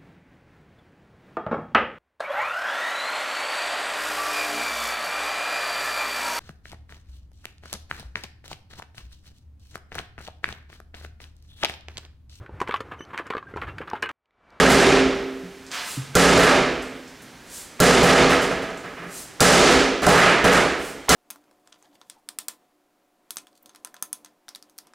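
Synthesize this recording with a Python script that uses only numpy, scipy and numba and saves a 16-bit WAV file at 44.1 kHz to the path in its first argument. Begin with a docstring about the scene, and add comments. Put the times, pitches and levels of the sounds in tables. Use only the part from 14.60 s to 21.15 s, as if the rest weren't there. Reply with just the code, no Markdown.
"""A sledgehammer strikes a small steel safe on the bare boards of an empty house; the safe jumps, rocks and lands.
Each knock is a rattling crash, damped modes of steel and floor, and a crack; grit grinds under the tipping safe.
Close by, plaster chips click, a boot crunches grit, heels push the boards and a sleeve swishes before later swings.
Shaped noise makes the hush and a room tail of about a second.
The camera's fast limiter flattens every blow into a long plateau."""
import sys
import numpy as np
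from scipy import signal
from scipy.fft import rfft, irfft, next_fast_len
from scipy.io import wavfile
from scipy.ndimage import uniform_filter1d, minimum_filter1d
from numba import njit

SR = 44100
rng = np.random.default_rng(int(sys.argv[2]) if len(sys.argv) > 2 else 0)


def output_pcm(signal):
    """Save a mono or channel-first signal as 16-bit PCM at the path in sys.argv[1].

    Samples are clipped to [-1, 1] before scaling.
    """
    pcm = np.clip(np.atleast_2d(signal).T, -1, 1) * 32767
    wavfile.write(sys.argv[1], SR, np.round(pcm).astype(np.int16))


N = 288855
LEAD = 8820  # samples that run before time zero

# All levels are relative, ahead of the limiter.
# Hammer blows on the safe. Each row: start in seconds, strength dB, bass dB, treble dB, lowest panel Hz,
# panel ring dB, lean dB from the upper to the lower panels.
BLOW_KNOCKS = [(-.07, 11.5, 4.5, 2.5, 262.7, 6.5, 4.5), (1.553, 4.5, 4, 6, 272.4, 5, -2.5),
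               (3.202, 8, 4.5, 6, 257, 5.5, -2.5), (4.805, 11, 3, 9, 257.8, 2.5, -4.5),
               (6.492, 18, -1, 6.5, 263.6, -1.5, -2)]
# The safe landing and rocking on the boards. Each row: the columns of the blows, in the same units.
LANDING_KNOCKS = [(.09, 2, 2.5, 6, 265.7, 4.5, 7), (1.774, -4, 1.5, 1, 274.5, 2.5, -13),
                  (1.827, -5.5, 1.2, -1, 255, 4, -0.5), (3.43, 2, 2, 2.5, 263.4, 5, -6),
                  (3.692, -10.5, -0.5, -1.5, 266.6, 7, -5.5), (3.814, -24, 4, 7.5, 273, 10, 7),
                  (3.905, -22.5, 4, -6, 273, 3.5, -16), (4.015, -28.5, 4, -1, 270.4, -12, -3),
                  (4.09, -33, -4, -17, 279, 0, -13), (4.237, -30.5, 0.5, -10, 265, -4, 2),
                  (4.367, -31.5, -11, -20, 272, -12, 0), (4.419, -33.5, 0.5, -21, 282, -0.5, 11),
                  (4.953, -10, 4.5, -3, 258.6, 4, -11), (5.098, -11, -8, 2, 265.5, 9.5, 0),
                  (5.419, -16.5, 1.5, 1.5, 272, -8, -6), (5.466, -1.5, 4, 4, 279, 6, 6),
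                  (5.56, -3, -1.5, -0.7, 296, -9, -7), (5.842, -2.5, 2.5, -1.5, 271.6, 5.5, -6.5),
                  (5.918, -17.5, 4.5, 10.5, 289, -1, -19)]
# Steel on steel, then steel on wood. Each: crack level in dB, floor thud level in dB.
STEEL_CONTACT = (-33.5, -2.2)
WOOD_CONTACT = (-41.5, -4.5)

# Overall spectrum of the crash. Each row: frequency in Hz, relative density in dB per Hz.
CRASH_SLOPE = [(30, -15), (62, -5.5), (100, -14.5), (170, -3), (300, -2.5), (500, -1.5), (680, -2),
               (950, -5.5), (1350, -4), (2200, -6), (3500, -13), (6000, -20), (10000, -27.5),
               (16000, -43.5)]
# Broad resonances of the steel box. Each row: frequency in Hz, width in octaves, nominal height in dB.
BOX_RESONANCES = [(270, 0.043, 3.5), (457, 0.13, 2), (658, 0.029, 3.5), (780, 0.049, 0), (1268, 0.049, 3),
                  (1680, 0.055, 1.5), (2240, 0.15, 0.5)]
# Safe panels above the lowest. 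Each row: frequency in Hz, t60 in seconds, level in dB, share of the lean.
UPPER_PANELS = [(392.8, 1.3, -4.5, 1.12), (491.3, 0.88, -2, -0.8), (652.5, 0.95, -9, -1.03)]
# Smaller modes of safe and floor, stirred by each knock. Each row: nominal Hz, nominal dB, t60 in seconds.
BODY_MODES = [(90.5, -18, 0.33), (139, -3, 0.89), (171.4, -0.5, 0.9), (213, -3, 0.74), (324, -28, 0.2),
              (433, 7.5, 0.21), (501, -6, 0.47), (584.6, 1, 0.61), (800, -4, 0.78), (1272, -2.5, 0.57),
              (1378, 6.5, 0.11), (1654, -3, 0.39)]
# Floor thud: frequency in Hz, t60 in seconds.
FLOOR_THUD = (62, 0.76)

# Decay of the empty room. Each row: frequency in Hz, t60 in seconds.
ROOM_DECAY = [(40, 1.1), (125, 0.59), (300, 1.047), (800, 0.87), (2000, 0.95), (5000, 0.87), (10000, 0.5),
              (16000, 0.14)]
# Stereo width of room and hush. Each row: frequency in Hz, side minus mid in dB.
ROOM_WIDTH = [(40, -27), (250, -22), (2000, -41), (5000, -15.5), (9000, -9), (14000, -22)]
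# Balance of the microphone pair. Each row: frequency in Hz, left minus right in dB.
MIC_BALANCE = [(60, 1), (250, -1.9), (1000, -3), (4000, -1.6), (9000, 0)]
# Quiet house tone. Each row: frequency in Hz, relative density in dB per Hz.
HOUSE_TONE = [(18, -33), (30, -8), (202, -5.5), (277, -2.5), (324, -6), (1200, -13), (1510, -10),
              (1640, -10.5), (6210, -21), (15500, -34.5)]

# Heel on the boards. Each row: start in seconds, level in dB, lower mode in Hz.
HEEL_STEPS = [(0.83, -32, 176.7), (1.371, -19, 134), (4.395, -33.5, 166), (4.459, -32.5, 168)]
# Plaster chips bouncing on the boards. Each row: start in seconds, level in dB, pitch in Hz.
CHIP_BOUNCES = [(1.066, -24, 5340), (1.116, -13.5, 5450), (2.2243, -25.5, 7640), (2.2613, -36, 5700),
                (2.4775, -28, 5640), (2.6121, -44, 5400), (2.621, -29, 8670), (2.6434, -47, 9050),
                (4.174, -27.5, 7060)]
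# Sleeve and hand sliding along the handle. Each row: middle in seconds, level in dB.
SLEEVE_SWISHES = [(1.311, -37), (2.971, -39), (4.581, -38.5), (6.263, -42.5)]
# The safe grinding over grit as it tips. Each row: time in seconds, level in dB, centre in Hz.
GRIND_PATH = [(5.47, -10, 606), (5.52, -16.5, 720), (5.6, -16.5, 1530), (5.699, -24, 2030),
              (5.835, -32, 1594), (5.97, -22.5, 1460), (6.049, -32.5, 1440), (6.181, -39, 1504)]

CRASH_DB, RING_DB, SPLINTER_DB = 42, -17.5, 17.5  # crash, modes, and crack with shower, over a knock's strength
RATTLE_S, RATTLE_SHARE = .028, .25  # at strength 0 dB; the rattle grows with this share of the strength
GENTLE_CLANG = 0.037  # the resonances stand out more by this share for each dB of strength below 0
LOW_PANEL_T60_S, LOW_LEAN = 1.39, .3  # the lowest panel's decay and its share of the lean
CARRY = 0.48  # share of the ringing that outlives the next knock
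FLOOR_LEAD_S, FLOOR_BORNE_DB = .0105, -35.5
SHOWER_DB, SHOWER_S = -42, 0.095  # level, decay time constant
EARLY_DB, EARLY_S = -2.5, 0.01  # extra early reflections over the tail, and their decay time constant
DIRECT_DB, CHIP_WET_DB = -13.5, 6.5  # crash sent direct, chips sent to the room
HUSH_DB = -46
HEEL_T60_S, HEEL_UPPER_DB = 0.15, -1.5
GRIT_S, GRIT_DB, GRIT_RISE_S, GRIT_T60_S = 1.104, -25, 0.039, 0.92
SWISH_HALF_S, SWISH_HZ = 0.048, 8300
CEILING_DB, RATIO, ATTACK_S, RELEASE_S = -5, 33, 0.000067, 0.021
TOP_HZ = 15750


def undb(db):
    """Decibels to gain."""
    return 10 ** (np.asarray(db) / 20)


def unit(x):
    """Scale to rms 1."""
    return x / np.sqrt(np.mean(x ** 2))


def along(table, hz):
    """Read a (Hz, value) table on a log-frequency axis."""
    f, v = np.transpose(table)
    return np.interp(np.log(np.maximum(hz, 1)), np.log(f), v)


def colour(x, db_of):
    """Filter by a gain in dB given as a function of frequency."""
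    n = x.shape[-1]
    hz = np.arange(n // 2 + 1) * SR / n
    return irfft(rfft(x) * undb(db_of(hz)), n)


def band(x, hz, octaves):
    """Bell-shaped band on a log-frequency axis, 6 dB down at the given octaves from its centre."""
    return colour(x, lambda f: -6 * (np.log2(np.maximum(f, 1) / hz) / octaves) ** 2)


def add(track, s, sound):
    """Mix a sound into a track at time s."""
    i = int(s * SR) + LEAD
    track[i:i + len(sound)] += sound[:len(track) - i]


def ring(hz, t60, t):
    """One damped mode."""
    return np.sin(2 * np.pi * hz * t) * 1000 ** (-t / t60)


def crushed_grains(n):
    """Noise with a random strength for each sample, for dense crushed grains."""
    return rng.standard_normal(n) * undb(3 * np.minimum(rng.exponential(size=n), 5))


def clang(hz, depth=1):
    """Gain in dB of the steel box: its overall slope and its resonances."""
    peaks = sum(db * np.exp(-(np.log2(np.maximum(hz, 1) / f) / w) ** 2) for f, w, db in BOX_RESONANCES)
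    return along(CRASH_SLOPE, hz) + depth * peaks


def rattling(shape_db, rattle):
    """A click that bounces about inside the box: a chain of allpass echoes spreads it without colouring it."""
    hz = np.arange(4097) * SR / 8192
    spread = 1
    for lag in rng.uniform(.01, .15, 8) * np.clip(rattle, .004, .04):
        echo = np.exp(-2j * np.pi * hz * lag)
        spread = spread * (echo - .6) / (1 - .6 * echo)
    cepstrum = irfft(np.log(undb(shape_db(hz))))
    cepstrum[1:4096] *= 2  # folding gives the causal response of this colour
    return irfft(spread * np.exp(rfft(cepstrum[:4097], 8192)))


def crash_of(db, bass_db, treble_db):
    """The rattling crash: weaker knocks show the box resonances more and rattle for less time."""
    tilt = [(500, bass_db), (1000, 0), (2500, 0), (7000, treble_db)]
    depth = 1 + GENTLE_CLANG * max(-db, 0)
    rattle = RATTLE_S * undb(RATTLE_SHARE * db)
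    return rattling(lambda f: clang(f, depth) + along(tilt, f), rattle)


def modes_of(bass_db, low_hz, ring_db, lean_db, thud_db, gap):
    """Damped modes of body, panels and floor, pushed softly and partly choked by the next knock."""
    t = np.arange(3 * SR // 2) / SR
    body = 0
    for hz, db, t60 in BODY_MODES:
        level_stir, pitch_stir = rng.standard_normal(2)
        body = body + undb(db + bass_db + 1.97 * level_stir) * ring(hz * (1 + 0.00964 * pitch_stir), t60, t)
    panels = undb(LOW_LEAN * lean_db) * ring(low_hz, LOW_PANEL_T60_S, t)
    for hz, t60, db, share in UPPER_PANELS:
        panels = panels + undb(db + share * lean_db) * ring(hz, t60, t)
    thud = undb(thud_db + bass_db) * ring(*FLOOR_THUD, t)
    damped = np.interp(t, [gap - .01, gap + 0.009], [1, CARRY])
    return (1 - np.exp(-t / 0.0022)) * damped * (body + undb(ring_db) * panels + thud)


def splinter(crack_db):
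    """A bright crack and a shower of chips: a short noise burst and longer, grainy noise."""
    t = np.arange(SR // 2) / SR
    crack = unit(band(rng.standard_normal(len(t)), 4500, 1.3)) * np.exp(-t / .007)
    grains = rng.standard_normal(len(t)) * undb(2.8 * rng.exponential(size=len(t)))
    shower = unit(band(grains, 6440, 0.55)) * np.exp(-t / SHOWER_S)
    return undb(crack_db) * crack + undb(SHOWER_DB) * shower


def floor_shiver():
    """An early shiver through the boards: wood carries sound faster than air."""
    shiver = unit(band(rng.standard_normal(SR // 2), 1040, 1.03))[:int(FLOOR_LEAD_S * SR)]
    return np.hanning(len(shiver)) ** 1.5 * shiver


def safe(n):
    """Every blow and landing: the crash on one track; modes, splinter and early shiver on the near track."""
    crash, near = np.zeros(n), np.zeros(n)
    blows = [(*k, *STEEL_CONTACT) for k in BLOW_KNOCKS]
    landings = [(*k, *WOOD_CONTACT) for k in LANDING_KNOCKS]
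    knocks = sorted(blows + landings)
    gaps = np.diff([k[0] for k in knocks], append=99)
    for knock, gap in zip(knocks, gaps):
        s, db, bass_db, treble_db, low_hz, ring_db, lean_db, crack_db, thud_db = knock
        add(crash, s, undb(db + CRASH_DB) * crash_of(db, bass_db, treble_db))
        add(near, s, undb(db + RING_DB) * modes_of(bass_db, low_hz, ring_db, lean_db, thud_db, gap))
        add(near, s, undb(db + SPLINTER_DB + treble_db) * splinter(crack_db))
        add(near, s - FLOOR_LEAD_S, undb(db + FLOOR_BORNE_DB) * floor_shiver())
    return crash, near


def room(x):
    """Diffuse tail in mid and side, unit energy in mid; every half octave dies at its own rate."""
    t = np.arange(2 * 32768) / SR
    tail = 0
    for hz in 30 * 2 ** np.arange(0, 9.5, .5):
        t60 = along(ROOM_DECAY, hz)
        noise = band(rng.standard_normal((2, len(t))), hz, 0.4)
        tail = tail + noise * 1000 ** (-t / t60) / np.sqrt(t60)
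    tail = tail * (1 - np.exp(-t / 0.0022)) * (1 + undb(EARLY_DB) * np.exp(-t / EARLY_S))
    tail = tail / np.sqrt(np.sum(tail[0] ** 2))
    tail[1] = colour(tail[1], lambda f: along(ROOM_WIDTH, f))
    return signal.fftconvolve(x[None], tail, axes=1)[:, :len(x)]


def house_hush(n):
    """Steady noise with the colour of the quiet house, two independent channels."""
    hush = colour(rng.standard_normal((2, n)), lambda f: along(HOUSE_TONE, f))
    return undb(HUSH_DB) * hush / hush[0].std()


def heels(n):
    """A soft push that rings the boards at two modes."""
    out, t = np.zeros(n), np.arange(SR // 2) / SR
    push = 1 - np.exp(-t / 0.0063)
    for s, db, hz in HEEL_STEPS:
        upper = undb(HEEL_UPPER_DB) * ring(2.02 * hz, HEEL_T60_S / 2, t)
        add(out, s, undb(db) * push * (ring(hz, HEEL_T60_S, t) + upper))
    return out


def chips(n):
    """A click that rings for a few milliseconds."""
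    out, t = np.zeros(n), np.arange(600) / SR
    for s, db, hz in CHIP_BOUNCES:
        click = 0.14 * ring(hz, 0.0024, t)
        click[8] += 1
        add(out, s, undb(db + 7.0) * band(click, hz, 0.59))
    return out


def grit(n):
    """A boot crunches grit: dense grains around 1.7 kHz with the box resonances swell quickly and die away."""
    t = np.maximum((np.arange(n) - LEAD) / SR - GRIT_S, 0)
    shape = (1 - np.exp(-t / GRIT_RISE_S)) * 1000 ** (-t / GRIT_T60_S)
    grains = band(crushed_grains(n), 1700, 1.5)
    crunch = colour(grains, lambda f: clang(f) - along(CRASH_SLOPE, f))  # resonances without the slope
    return unit(crunch) * undb(GRIT_DB) * shape


def swish(n):
    """Bright cloth hiss that swells and fades."""
    out, t, hz = np.zeros(n), np.linspace(-.3, .3, 26460), SWISH_HZ
    cloth = [(hz / 6, -16), (hz / 2, -6), (hz, 0), (2 * hz, -16)]
    for s, db in SLEEVE_SWISHES:
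        hiss = unit(colour(rng.standard_normal(len(t)), lambda f: along(cloth, f)))
        add(out, s - .3, undb(db) * hiss * np.exp(-(t / SWISH_HALF_S) ** 2 / 2))
    return out


def grind(n):
    """Stick-slip grains through a resonance that follows the tipping of the safe."""
    s, db, hz = np.transpose(GRIND_PATH)
    t = (np.arange(n) - LEAD) / SR
    grains = crushed_grains(n)
    path_hz = np.interp(t, s, hz)
    moving = 0
    for centre in 500 * 2 ** np.arange(0, 3, .5):
        nearness = np.exp(-2 * np.log2(path_hz / centre) ** 2)
        moving = moving + unit(band(grains, centre, 0.27)) * nearness
    return moving * undb(np.interp(t, s, db, -120, -120))


def scene():
    """All sources, direct and through the room, over the hush of the house, on a stereo pair."""
    n = next_fast_len(N + LEAD)
    crash, near = safe(n)
    hush = house_hush(n)
    feet, small, crunch, cloth, drag = heels(n), chips(n), grit(n), swish(n), grind(n)
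    to_room = crash + undb(-3.5) * feet + undb(CHIP_WET_DB) * small
    to_room = to_room + undb(-8) * crunch + undb(-3.0) * cloth + undb(-10.5) * drag
    mid, side = room(to_room)
    mid = mid + undb(DIRECT_DB) * crash + near + feet + small + crunch + cloth + drag + hush[0]
    # near treble, delayed 9 samples in the side channel, widens the close cracks
    late_treble = band(np.roll(near, 9), 10000, 1.0)
    side = side + colour(hush[1] + late_treble, lambda f: along(ROOM_WIDTH, f))
    left = colour(mid + side, lambda f: along(MIC_BALANCE, f) / 2)
    right = colour(mid - side, lambda f: -along(MIC_BALANCE, f) / 2)
    return np.array([left, right])[:, LEAD:LEAD + N]


@njit
def follow(x, rise, fall):
    """Envelope follower: quick rise, slower fall."""
    e, out = 0., np.empty(len(x))
    for i in range(len(x)):
        e += (x[i] - e) * (rise if x[i] > e else fall)
        out[i] = e
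    return out


def record(dry):
    """A limiter common to both channels, a soft clip for what slips past it, then the top is cut."""
    loud = follow(np.abs(dry).max(axis=0), 1 / (ATTACK_S * SR), 1 / (RELEASE_S * SR))
    gain = np.minimum(1, (undb(CEILING_DB) / (loud + 1e-9)) ** (1 - 1 / RATIO))
    gain = uniform_filter1d(minimum_filter1d(gain, size=41), size=41)  # brief look-ahead, smoothed
    held = np.tanh(dry * gain)
    top_cut = signal.ellip(10, .2, 70, TOP_HZ, fs=SR, output="sos")
    return signal.sosfilt(top_cut, held)


dry = scene()
out = record(dry)
output_pcm(out)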